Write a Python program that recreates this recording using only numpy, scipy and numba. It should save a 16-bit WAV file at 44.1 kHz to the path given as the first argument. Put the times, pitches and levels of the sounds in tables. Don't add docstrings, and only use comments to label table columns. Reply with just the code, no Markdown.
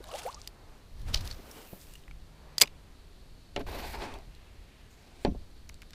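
import sys
import numpy as np
from scipy import signal
from scipy.fft import rfft, irfft
from scipy.io import wavfile
from scipy.ndimage import uniform_filter1d, map_coordinates
from numba import njit

SR = 44100
rng = np.random.default_rng(int(sys.argv[2]) if len(sys.argv) > 2 else 0)


def transcribe(u):
    v = np.clip(np.atleast_2d(u).T, -1, 1)
    q = np.round(v * 32767).astype(np.int16)
    wavfile.write(sys.argv[1], SR, q)


N = 261943
T = np.arange(N) / SR


SURGES = [(1.09, -31, 0.17, 0.11, 0.19), (3.62, -37, 0.11, 0.11, 0.31), (3.85, -43, .1, 0.31, 0.21),
          (4.63, -53, 0.27, .01, 0.32), (5.27, -36, 0.055, 0.053, 0.23)]
BREEZE_DB, BREEZE_SWING_DB = -54.5, 3
# frequency in Hz, relative density in dB per Hz.
POND_SPECTRUM = [(35, -30.5), (60, -3.5), (207, -11), (338, -14), (398, -14), (458, -17), (1200, -24.5),
                 (3270, -27), (4320, -28.5), (5210, -31), (14200, -38.5), (16000, -53.5)]
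POND_DB = -59
# time in seconds, gain in dB.
INSECT_LEVEL = [(0, -74), (2.1, -75.5), (3.3, -71.5), (5.94, -74)]

# start in seconds, peak in dB before flutter,
# start and end pitch in Hz, length in seconds.
BUBBLES = [(.004, -42.5, 395.6, 440, 0.0071), (.045, -51, 600, 680, 0.01), (0.074, -47.5, 570, 815, 0.032),
           (.088, -49, 1040, 1150, 0.025), (.115, -45.5, 1250, 1340, 0.013), (.128, -38, 436, 724, 0.035),
           (0.134, -40.5, 702, 980, 0.046), (0.207, -55, 500, 900, 0.006), (0.23, -50, 1340, 1440, 0.0071),
           (0.249, -37, 444, 620, 0.028), (0.26, -35.5, 603, 1315, 0.051), (0.364, -55, 1140, 1270, 0.035),
           (0.326, -50, 2970, 8000, 0.0044), (.329, -55, 3500, 6500, 0.0035),
           (0.3438, -38, 3820, 9300, 0.0042), (.348, -48, 4030, 8000, 0.004),
           (.416, -43, 3500, 11000, 0.0023), (0.45, -57, 4000, 11000, 0.0018)]
SPRAY = [(0.15, -47, 0.18, 0.084, 0.18), (.346, -68, .05, 0.0079, 0.041), (.4, -60, 0.061, 0.079, .03)]
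GURGLE = [(0.13, -41, 0.23, 0.13, .2)]

# start in seconds, peak of ring and crack in dB, ring pitch in Hz,
# treble crack against that peak in dB, decay time in seconds.
TICKS = [(0.041, -39.5, 3760, -1, 0.0088), (0.116, -39, 3050, -15, 0.01),
         (0.139, -34.5, 2830, -20.5, 0.0096), (0.2199, -44, 5050, -21, 0.013),
         (0.2655, -39, 2190, -1, 0.012), (1.175, -34, 3930, -24, 0.0047), (1.199, -47, 3870, -17, 0.0071),
         (1.255, -42, 2510, 6, 0.0087), (1.289, -55, 3850, -23, 0.0065), (1.312, -29.5, 4480, -33.5, 0.025),
         (1.328, -44, 4400, -24, 0.012), (1.513, -39.5, 5560, -2, 0.025), (1.814, -44, 5100, -5, 0.012),
         (1.937, -47, 2890, 8, 0.013), (1.954, -41.5, 2844, -5, 0.032), (2.038, -49, 2960, -18, 0.0093),
         (2.08, -41, 2000, -33, 0.01), (2.111, -41.5, 2300, -23, 0.016), (2.657, -38.5, 2820, -12, 0.018),
         (2.6743, -36, 3630, -16, 0.0054), (2.678, -36, 2600, -26, 0.0039), (3.77, -42, 2630, -11, 0.011),
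         (3.788, -46, 4500, 8, 0.0054), (3.855, -46, 4600, 5, 0.0072), (3.942, -33, 1800, -22.5, 0.0057),
         (4.021, -33, 3430, -27, 0.0092), (4.14, -38, 3340, -4, 0.014), (4.187, -45.5, 4800, -5, 0.0083),
         (4.35, -46.5, 4040, -4, 0.01), (5.692, -39, 5500, -3.5, 0.017), (5.696, -36.5, 2140, -21, 0.0063),
         (5.7428, -42, 4480, -10, 0.0055), (5.8194, -36.5, 3022, -2.5, 0.0039),
         (5.823, -43.5, 2200, -18, 0.016), (5.8304, -46, 2290, -18.5, 0.014),
         (5.907, -43.5, 4210, -1.5, 0.0068), (5.9334, -36.5, 3640, -27, 0.022)]
LOW_RUSTLE = [(.58, -61.5, 0.3, 0.16, 0.3), (2.45, -62.5, 0.36, 0.45, 0.83), (4.5, -69.5, 0.64, 0.35, 0.58),
              (5.4, -71, 0.25, 0.011, .2)]
HIGH_RUSTLE = [(2.55, -68.5, .4, 0.026, .8), (2.88, -71.5, 0.071, 0.044, .3), (4.35, -69, .2, .5, .4)]

# start in seconds, peak in dB, ring gain in dB,
# crack decay in seconds, low clack gain in dB.
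SNAPS = [(0.4745, -26, -6.5, 0.01, -47), (2.5817, -12.5, 4, 0.022, -34.5), (2.6, -24.5, -13.5, 0.015, -13),
         (2.6062, -31, -9.5, 0.01, -7.5), (2.6108, -13, -17, 0.018, -18.5), (2.615, -1, -7.5, 0.012, -14.5),
         (2.617, -7.5, 6, 0.011, -1), (2.6199, -2, -6.5, 0.014, -28.5), (2.626, -18, -22, 0.014, -8),
         (2.633, -18.5, -2, 0.0083, -4), (2.635, -24, -8.5, 0.0072, 1.5)]
# frequency in Hz, gain in dB, decay time in seconds.
REEL_MODES = [(1980, -20.5, .025), (3480, -8, .012), (4390, -13.5, 0.024), (4880, 6, 0.012),
              (6600, -17, 0.0085), (7700, -7, 0.011), (13410, -7, .005)]

# start of hold in seconds, hiss gain in dB,
# rise, hold and fall in seconds, low swish gain in dB, fine rustle gain in dB.
CAST_JERKS = [(.72, -70, 0.18, 0.054, 0.075, -67, -95), (0.993, -60, 0.065, .005, 0.23, -59.5, -71),
              (1.085, -62, 0.032, 0.0021, 0.12, -45.5, -62),
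              (1.143, -26.5, 0.011, 0.0078, 0.051, -38, -49.5), (1.209, -49, 0.033, .01, 0.073, -50, -59),
              (1.263, -45.5, 0.037, 0.0093, .05, -48.5, -53.5), (1.295, -51, 0.05, 0.023, 0.17, -54.5, -66)]
CAST_HZ = 4450

SPOOL_FIZZ = [(1.72, -55, 0.61, .03, 0.25)]
GUIDE_BUZZ = [(1.52, -56, 0.13, 0.11, 0.25), (1.81, -53.5, 0.081, 0.016, 0.097),
              (1.89, -60, 0.085, 0.088, 0.093)]
WHISTLE = [(1.55, -66, .1, .13, .12), (1.87, -73, .05, .03, .08)]
# times in seconds, resonances in Hz.
WHISTLE_S = (1.6, 1.72, 2.2)
WHISTLE_HZ = (3020, 2550, 2830)
SLEEVE = [(1.45, -55.5, 0.32, 0.17, .45)]

# start in seconds, gain in dB, crack against that gain in dB,
# contact time in seconds, decay-time factor, gain of the low modes in dB.
KNOCKS = [(1.39, -50.5, -20, 0.0017, 0.92, 0.), (1.728, -45, -20, 0.0011, 0.39, 3),
          (3.56, -51, 2, .0003, .4, -8), (3.5622, -36.5, 13, 0.00024, 0.49, -12),
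          (3.574, -38.5, -1, 0.00033, 0.69, -4), (3.592, -38, -15, .002, 1.1, -10),
          (3.612, -41, -3, 0.002, 1.1, -8), (5.249, -27.5, 4, 0.00019, 0.76, 0.5),
          (5.277, -26, -22, 0.0032, 0.95, -2), (5.312, -30.5, -26, 0.0031, 0.45, 0.),
          (5.347, -48, -13, 0.00093, 0.55, 4)]
# frequency in Hz, gain in dB, decay time in seconds at factor 1.
HULL_MODES = [(54.3, -41, 0.11), (126, -43, 0.21), (183.6, -8.5, 0.35), (219.6, 0, 0.14), (278.6, 2, 0.08),
              (337.5, -17.5, 0.44), (403, 6.5, 0.064), (561, 2, 0.14), (692, 0.5, 0.13), (862, 0, 0.0937),
              (1030, -11, 0.13), (1590, -10, 0.02), (2200, -50, .05), (2970, -24, 0.0082)]
LOW_MODES_HZ = 250

HUM = [(1.9, -60, .2, .92, .12)]
HUM_HZ = 153
TRILL = [(3.0, -74.5, .1, 0.55, .3), (5.35, -76, .3, .6, .1)]
TRILL_PER_S, TRILL_HZ, TRILL_FALL_HZ = 36.5, 4600, 700

# time in seconds, hull rumble gain in dB,
# surface fizz gain in dB, rod resonance in Hz.
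DRAG_STROKES = [
    [(3.594, -47, -61, 630), (3.61, -37.5, -66, 656), (3.62, -48, -75, 670)],
    [(3.667, -43.5, -63, 840), (3.746, -40, -61, 647), (3.862, -44.5, -57.5, 750),
     (3.924, -50.5, -55.5, 784), (3.948, -37.5, -62, 850), (3.982, -48.5, -67, 812), (4.022, -38, -62, 855),
     (4.112, -45, -74, 840), (4.146, -45, -72, 700), (4.18, -50.5, -82, 662), (4.32, -76, -80, 720)],
    [(4.9, -84, -71, 781), (4.96, -71, -72, 711), (5.1, -63, -74.5, 693), (5.2, -61.5, -69.5, 810),
     (5.248, -62, -59, 630)],
]
# frequency in Hz, relative density in dB per Hz.
FIZZ_SPECTRUM = [(5000, -9), (7000, -4), (9000, -2.5), (10500, -5), (12500, -3), (14500, -1), (16000, -6)]
# frequency in Hz, relative density in dB per Hz.
GRIT_SPECTRUM = [(710, -61), (1200, -25), (1560, 4.5), (1780, -4), (2080, 0.5), (2550, 3), (2740, -1),
                 (4740, -6.5), (8000, -42), (10400, -47.5), (17600, -120)]
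GRIT_OVER_DB = 3.5
GRIT_FLICKER_DB = 2.2
# times in seconds, resonances in Hz.
SWEEP_S = (3.4, 4.05)
SWEEP_HZ = (2240, 5460)
# the second time in seconds is the switch,
# the first is unused; resonances before and after in Hz.
DULLER_S = (3.86, 3.83)
DULLER_HZ = (12100, 7500)

# start in seconds, peak in dB, pitch in Hz, decay time in seconds.
ROD_RING = (5.256, -60, 5850, .2)
TOP_HZ = 15400


def undb(db):
    return 10 ** (np.asarray(db) / 20)


def unit(x):
    return x / np.sqrt(np.mean(x ** 2))


def gains(table, fade=0.058):
    s, *columns = np.transpose(table)
    gate = np.clip(np.minimum(T - s[0], s[-1] - T) / fade + 1, 0, 1)
    return gate, [np.interp(T, s, c) for c in columns]


def swell(s, db, rise, hold, fall):
    before = (s - T) / max(rise, .002)
    after = (T - s - hold) / max(fall, .002)
    return undb(db - 20 * np.maximum(np.maximum(before, after), 0))


def swells(rows):
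    return np.sqrt(sum(swell(*row) ** 2 for row in rows))


@njit
def svf(x, hz, q):
    y, b, l = np.empty(len(x)), 0., 0.
    for i in range(len(x)):
        g = np.tan(np.pi * hz[i] / SR)
        v = (b + g * (x[i] - l)) / (1 + g * (g + 1 / q))
        b, l, y[i] = 2 * v - b, l + 2 * g * v, v / q
    return y


def band_pass(x, lo_hz, hi_hz, order=2):
    return signal.sosfilt(signal.butter(order, [lo_hz, hi_hz], "band", fs=SR, output="sos"), x)


def band(lo_hz, hi_hz, grain_db=0., order=2):
    particles = np.minimum(rng.exponential(size=N), 5)
    return unit(band_pass(rng.standard_normal(N) * undb(grain_db * particles), lo_hz, min(hi_hz, .45 * SR), order))


def walk(rate):
    k = int(SR / rate)
    held = np.repeat(rng.standard_normal(N // k + 1), k)
    return 1.3 * uniform_filter1d(uniform_filter1d(held, k), k)[:N]


def coloured(spectrum, flicker_db, rate):
    hz, db = np.transpose(spectrum)
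    log_hz = np.log(np.arange(N // 2 + 1) * SR / N + 1)
    shaped = rfft(rng.standard_normal(N)) * undb(np.interp(log_hz, np.log(hz), db, -120, -120))
    out = 0
    for centre in np.arange(np.log(hz[0]), np.log(hz[-1]) + .3, .3):
        triangle = np.clip(1 - abs(log_hz - centre) / .3, 0, 1)
        out = out + irfft(shaped * triangle, N) * undb(flicker_db * walk(rate))
    return unit(out)


def add(out, s, x, db):
    i = int(s * SR)
    out[i:i + len(x)] += (x * undb(db) / abs(x).max())[:N - i]


def ring(modes, t, stretch=1., spread=0.):
    chance = rng.standard_normal((len(modes), 3))
    out = 0
    for (hz, db, decay), (level, detune, delay) in zip(modes, chance):
        late = np.maximum(t - spread * abs(delay) / hz, 0)
        tone = np.sin(2 * np.pi * hz * (1 + 0.0089 * detune) * late)
        out = out + undb(db + 0.38 * level) * tone * 0.0015 ** (late / (decay * stretch))
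    return out


def crack(t, lo_hz, hi_hz, t60):
    x = band_pass(rng.standard_normal(len(t)) * 1e-3 ** (t / max(t60, .002)), lo_hz, hi_hz)
    return x / abs(x).max()


def bubble(length, a_hz, b_hz):
    u = np.linspace(0, 1, length)
    return np.sin(np.pi * u ** 0.71) * np.sin(2 * np.pi * np.cumsum(a_hz * (b_hz / a_hz) ** u) / SR)


def buffeting():
    push = np.hypot(undb(BREEZE_DB + BREEZE_SWING_DB * walk(8)), swells(SURGES))
    return push * undb(1.5 * walk(22)) * band(7.9, 54)


def pond():
    return undb(POND_DB) * coloured(POND_SPECTRUM, 0.23, 8.1)


def insects():
    return undb(gains(INSECT_LEVEL)[1][0] + 2 * walk(18)) * band(3700, 4700)


def water():
    single, drops, small = np.zeros(N), np.zeros(N), np.zeros(N)
    for s, db, a_hz, b_hz, length in BUBBLES:
        add(single, s, bubble(int(length * SR), a_hz, b_hz), db)
    for s, pitch, size in rng.random((400, 3)):
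        hz = 2200 * 4 ** pitch
        add(drops, .5 * s, bubble(int(6 * SR / hz), hz, 1.48 * hz), -20 * size)
    for s, pitch, size in rng.random((60, 3)):
        hz = 450 * 3.5 ** pitch
        add(small, .5 * s, bubble(int(12 * SR / hz), hz, 1.19 * hz), -14 * size)
    splash = 0.48 * undb(5.4 * walk(80.3)) * band(1700, 5330, 1.9, order=1)
    mist = 0.14 * undb(6.7 * walk(117.7)) * band(7000, 17000, 10.0)
    spray = swells(SPRAY) * (2.03 * drops + splash + mist)
    gurgle = swells(GURGLE) * (0.7 * small + 0.27 * band(380, 1300))
    flutter = undb(3.3 * walk(220.2))
    return flutter * single + spray + gurgle


def tackle():
    out, t = np.zeros(N), T[:SR // 20]
    for s, db, hz, treble_db, decay in TICKS:
        ring_gain = .3 if s > 5.5 else 1
        add(out, s, ring_gain * ring([(hz, 0, decay)], t) + 0.75 * crack(t, 0.41 * hz, 1.5 * hz, decay), db)
        add(out, s, crack(t, 5000, 14000, 0.93 * decay), db + treble_db)
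    return out


def rustle():
    low = swells(LOW_RUSTLE) * undb(2 * walk(5.2)) * band(280, 1200)
    high = swells(HIGH_RUSTLE) * undb(2 * walk(6.3)) * band(1600, 3300)
    return low + high


def reel():
    out, t = np.zeros(N), T[:SR // 10]
    for s, db, ring_db, t60, clack_db in SNAPS:
        edge = crack(t, 3000, 7760, t60) + 0.68 * crack(t, 8000, 16000, 1.1 * t60)
        clack = 1.4 * crack(t, 1950, 2500, 0.016) + .4 * crack(t, 2500, 3600, 0.013)
        clack = clack + 0.5 * crack(t, 150, 1200, 0.07)
        body = ring(REEL_MODES, t, spread=1.7)
        add(out, s, edge + undb(ring_db) * body + undb(clack_db) * clack, db)
    return out


def cast():
    wide, low, fine = band(1940, 6000, 5.7), band(190, 1500, order=1), band(4600, 17000, 3.4)
    hz = np.full(N, 1. * CAST_HZ)
    hiss = 0.28 * unit(svf(svf(wide, hz, 1.1), hz, 1.1)) + 0.18 * wide
    tip = swells((s, db, *shape) for s, db, *shape, _, _ in CAST_JERKS)
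    swish = swells((s, db, *shape) for s, _, *shape, db, _ in CAST_JERKS)
    crisp = swells((s, db, *shape) for s, _, *shape, _, db in CAST_JERKS)
    crackle = undb(4.6 * walk(220))
    return crackle * (tip * hiss + crisp * fine) + swish * undb(2 * walk(39.7)) * low


def line():
    fizz = swells(SPOOL_FIZZ) * undb(1.5 * walk(29.2)) * band(11140, 17000)
    buzz = 0.25 * band(7300, 9000) + 0.68 * band(1700, 8000, 5.6, order=1)
    buzz = swells(GUIDE_BUZZ) * undb(0.81 * walk(48.9)) * buzz
    whistle = unit(svf(band(1600, 2900), np.interp(T, WHISTLE_S, WHISTLE_HZ), 12.0))
    whistle = swells(WHISTLE) * undb(1.8 * walk(29.7)) * whistle
    sleeve = swells(SLEEVE) * undb(2 * walk(39.4)) * band(190, 750, order=1)
    return fizz + buzz + whistle + sleeve


def hull():
    out, t = np.zeros(N), T[:SR // 2]
    pairs = HULL_MODES + [(1.07 * hz, db - 3, .8 * decay) for hz, db, decay in HULL_MODES]
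    for s, db, crack_db, contact, stretch, low_db in KNOCKS:
        struck = [(hz, mode_db + low_db * (hz < LOW_MODES_HZ), decay) for hz, mode_db, decay in pairs]
        push = np.hanning(int(max(contact, 1e-4) * SR) + 3)
        thud = np.convolve(ring(struck, t, stretch, spread=1.23), push / push.sum())[:len(t)]
        add(out, s, thud, db + 20 * np.log10(abs(thud).max()))
        add(out, s, crack(t, 2820, 4670, 0.011) + 0.58 * crack(t, 1220, 2840, 0.074), db + crack_db)
    return out


def hum():
    tone = np.sin(2 * np.pi * np.cumsum(HUM_HZ * (1 + .004 * walk(4))) / SR)
    return swells(HUM) * undb(1.5 * walk(5)) * tone


def cricket():
    phase = np.cumsum(TRILL_PER_S * (1 + .03 * walk(5))) / SR % 1
    pulse = np.sin(np.pi * np.minimum(phase / .55, 1)) ** 2
    tone = np.sin(2 * np.pi * np.cumsum(TRILL_HZ - TRILL_FALL_HZ * phase) / SR)
    return swells(TRILL) * undb(2 * walk(14)) * 2 * pulse * tone


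def drag():
    slip = undb(1.47 * walk(120))
    grains = band(133, 1070, 2.4, order=1)
    body = unit(sum(undb(db) * svf(grains, np.full(N, 1. * hz), max(0.13 * hz * decay, 1.))
                    for hz, db, decay in HULL_MODES[4:]))
    grit = 0.99 * coloured(GRIT_SPECTRUM, GRIT_FLICKER_DB, 8) + .5 * band(1480, 6200, 2.5)
    fizz = coloured(FIZZ_SPECTRUM, 3.5, 9) * undb(2 * walk(300))
    lag = SR * (.0022 + 0.000396 * walk(9))
    echo = map_coordinates(grit, [np.arange(N) - lag], order=1)
    sweep = np.interp(T, SWEEP_S, SWEEP_HZ)
    rasp = 0.16 * unit(svf(grit, sweep, 8.8)) + 0.76 * (grit + 0.17 * echo)
    surface_hz = 1. * np.where(T > DULLER_S[1], DULLER_HZ[1], DULLER_HZ[0])
    hiss = 0.68 * fizz + 0.48 * unit(svf(fizz, surface_hz, 1.9))
    out = 0
    for stroke in DRAG_STROKES:
        gate, (body_db, fizz_db, rod_hz) = gains(stroke, 0.003)
        grit_db = (body_db + fizz_db) / 2 + GRIT_OVER_DB
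        wood = 0.64 * body + 0.39 * unit(svf(grains, rod_hz, 3.6))
        out = out + gate * slip * (undb(body_db) * wood + undb(grit_db) * rasp + undb(fizz_db) * hiss)
    return out


def rod_ring():
    out = np.zeros(N)
    s, db, hz, decay = ROD_RING
    add(out, s, ring([(hz, 0, decay)], T[:SR // 2]), db)
    return out


def scene():
    clicks = reel() + tackle()
    scatter = signal.fftconvolve(clicks, undb(-38.5) * crack(T[:SR // 8], 1000, 12000, .07))[:N]
    ambience = buffeting() + pond() + insects() + hum() + cricket()
    handling = water() + rustle() + cast() + line() + hull() + drag() + rod_ring()
    return (clicks + scatter + ambience + handling)[None]


def record(dry):
    dull = signal.sosfilt(signal.butter(2, 15500, fs=SR, output="sos"), dry)
    return signal.sosfilt(signal.ellip(10, .2, 90, TOP_HZ, fs=SR, output="sos"), dull)


dry = scene()
out = record(dry)
transcribe(out)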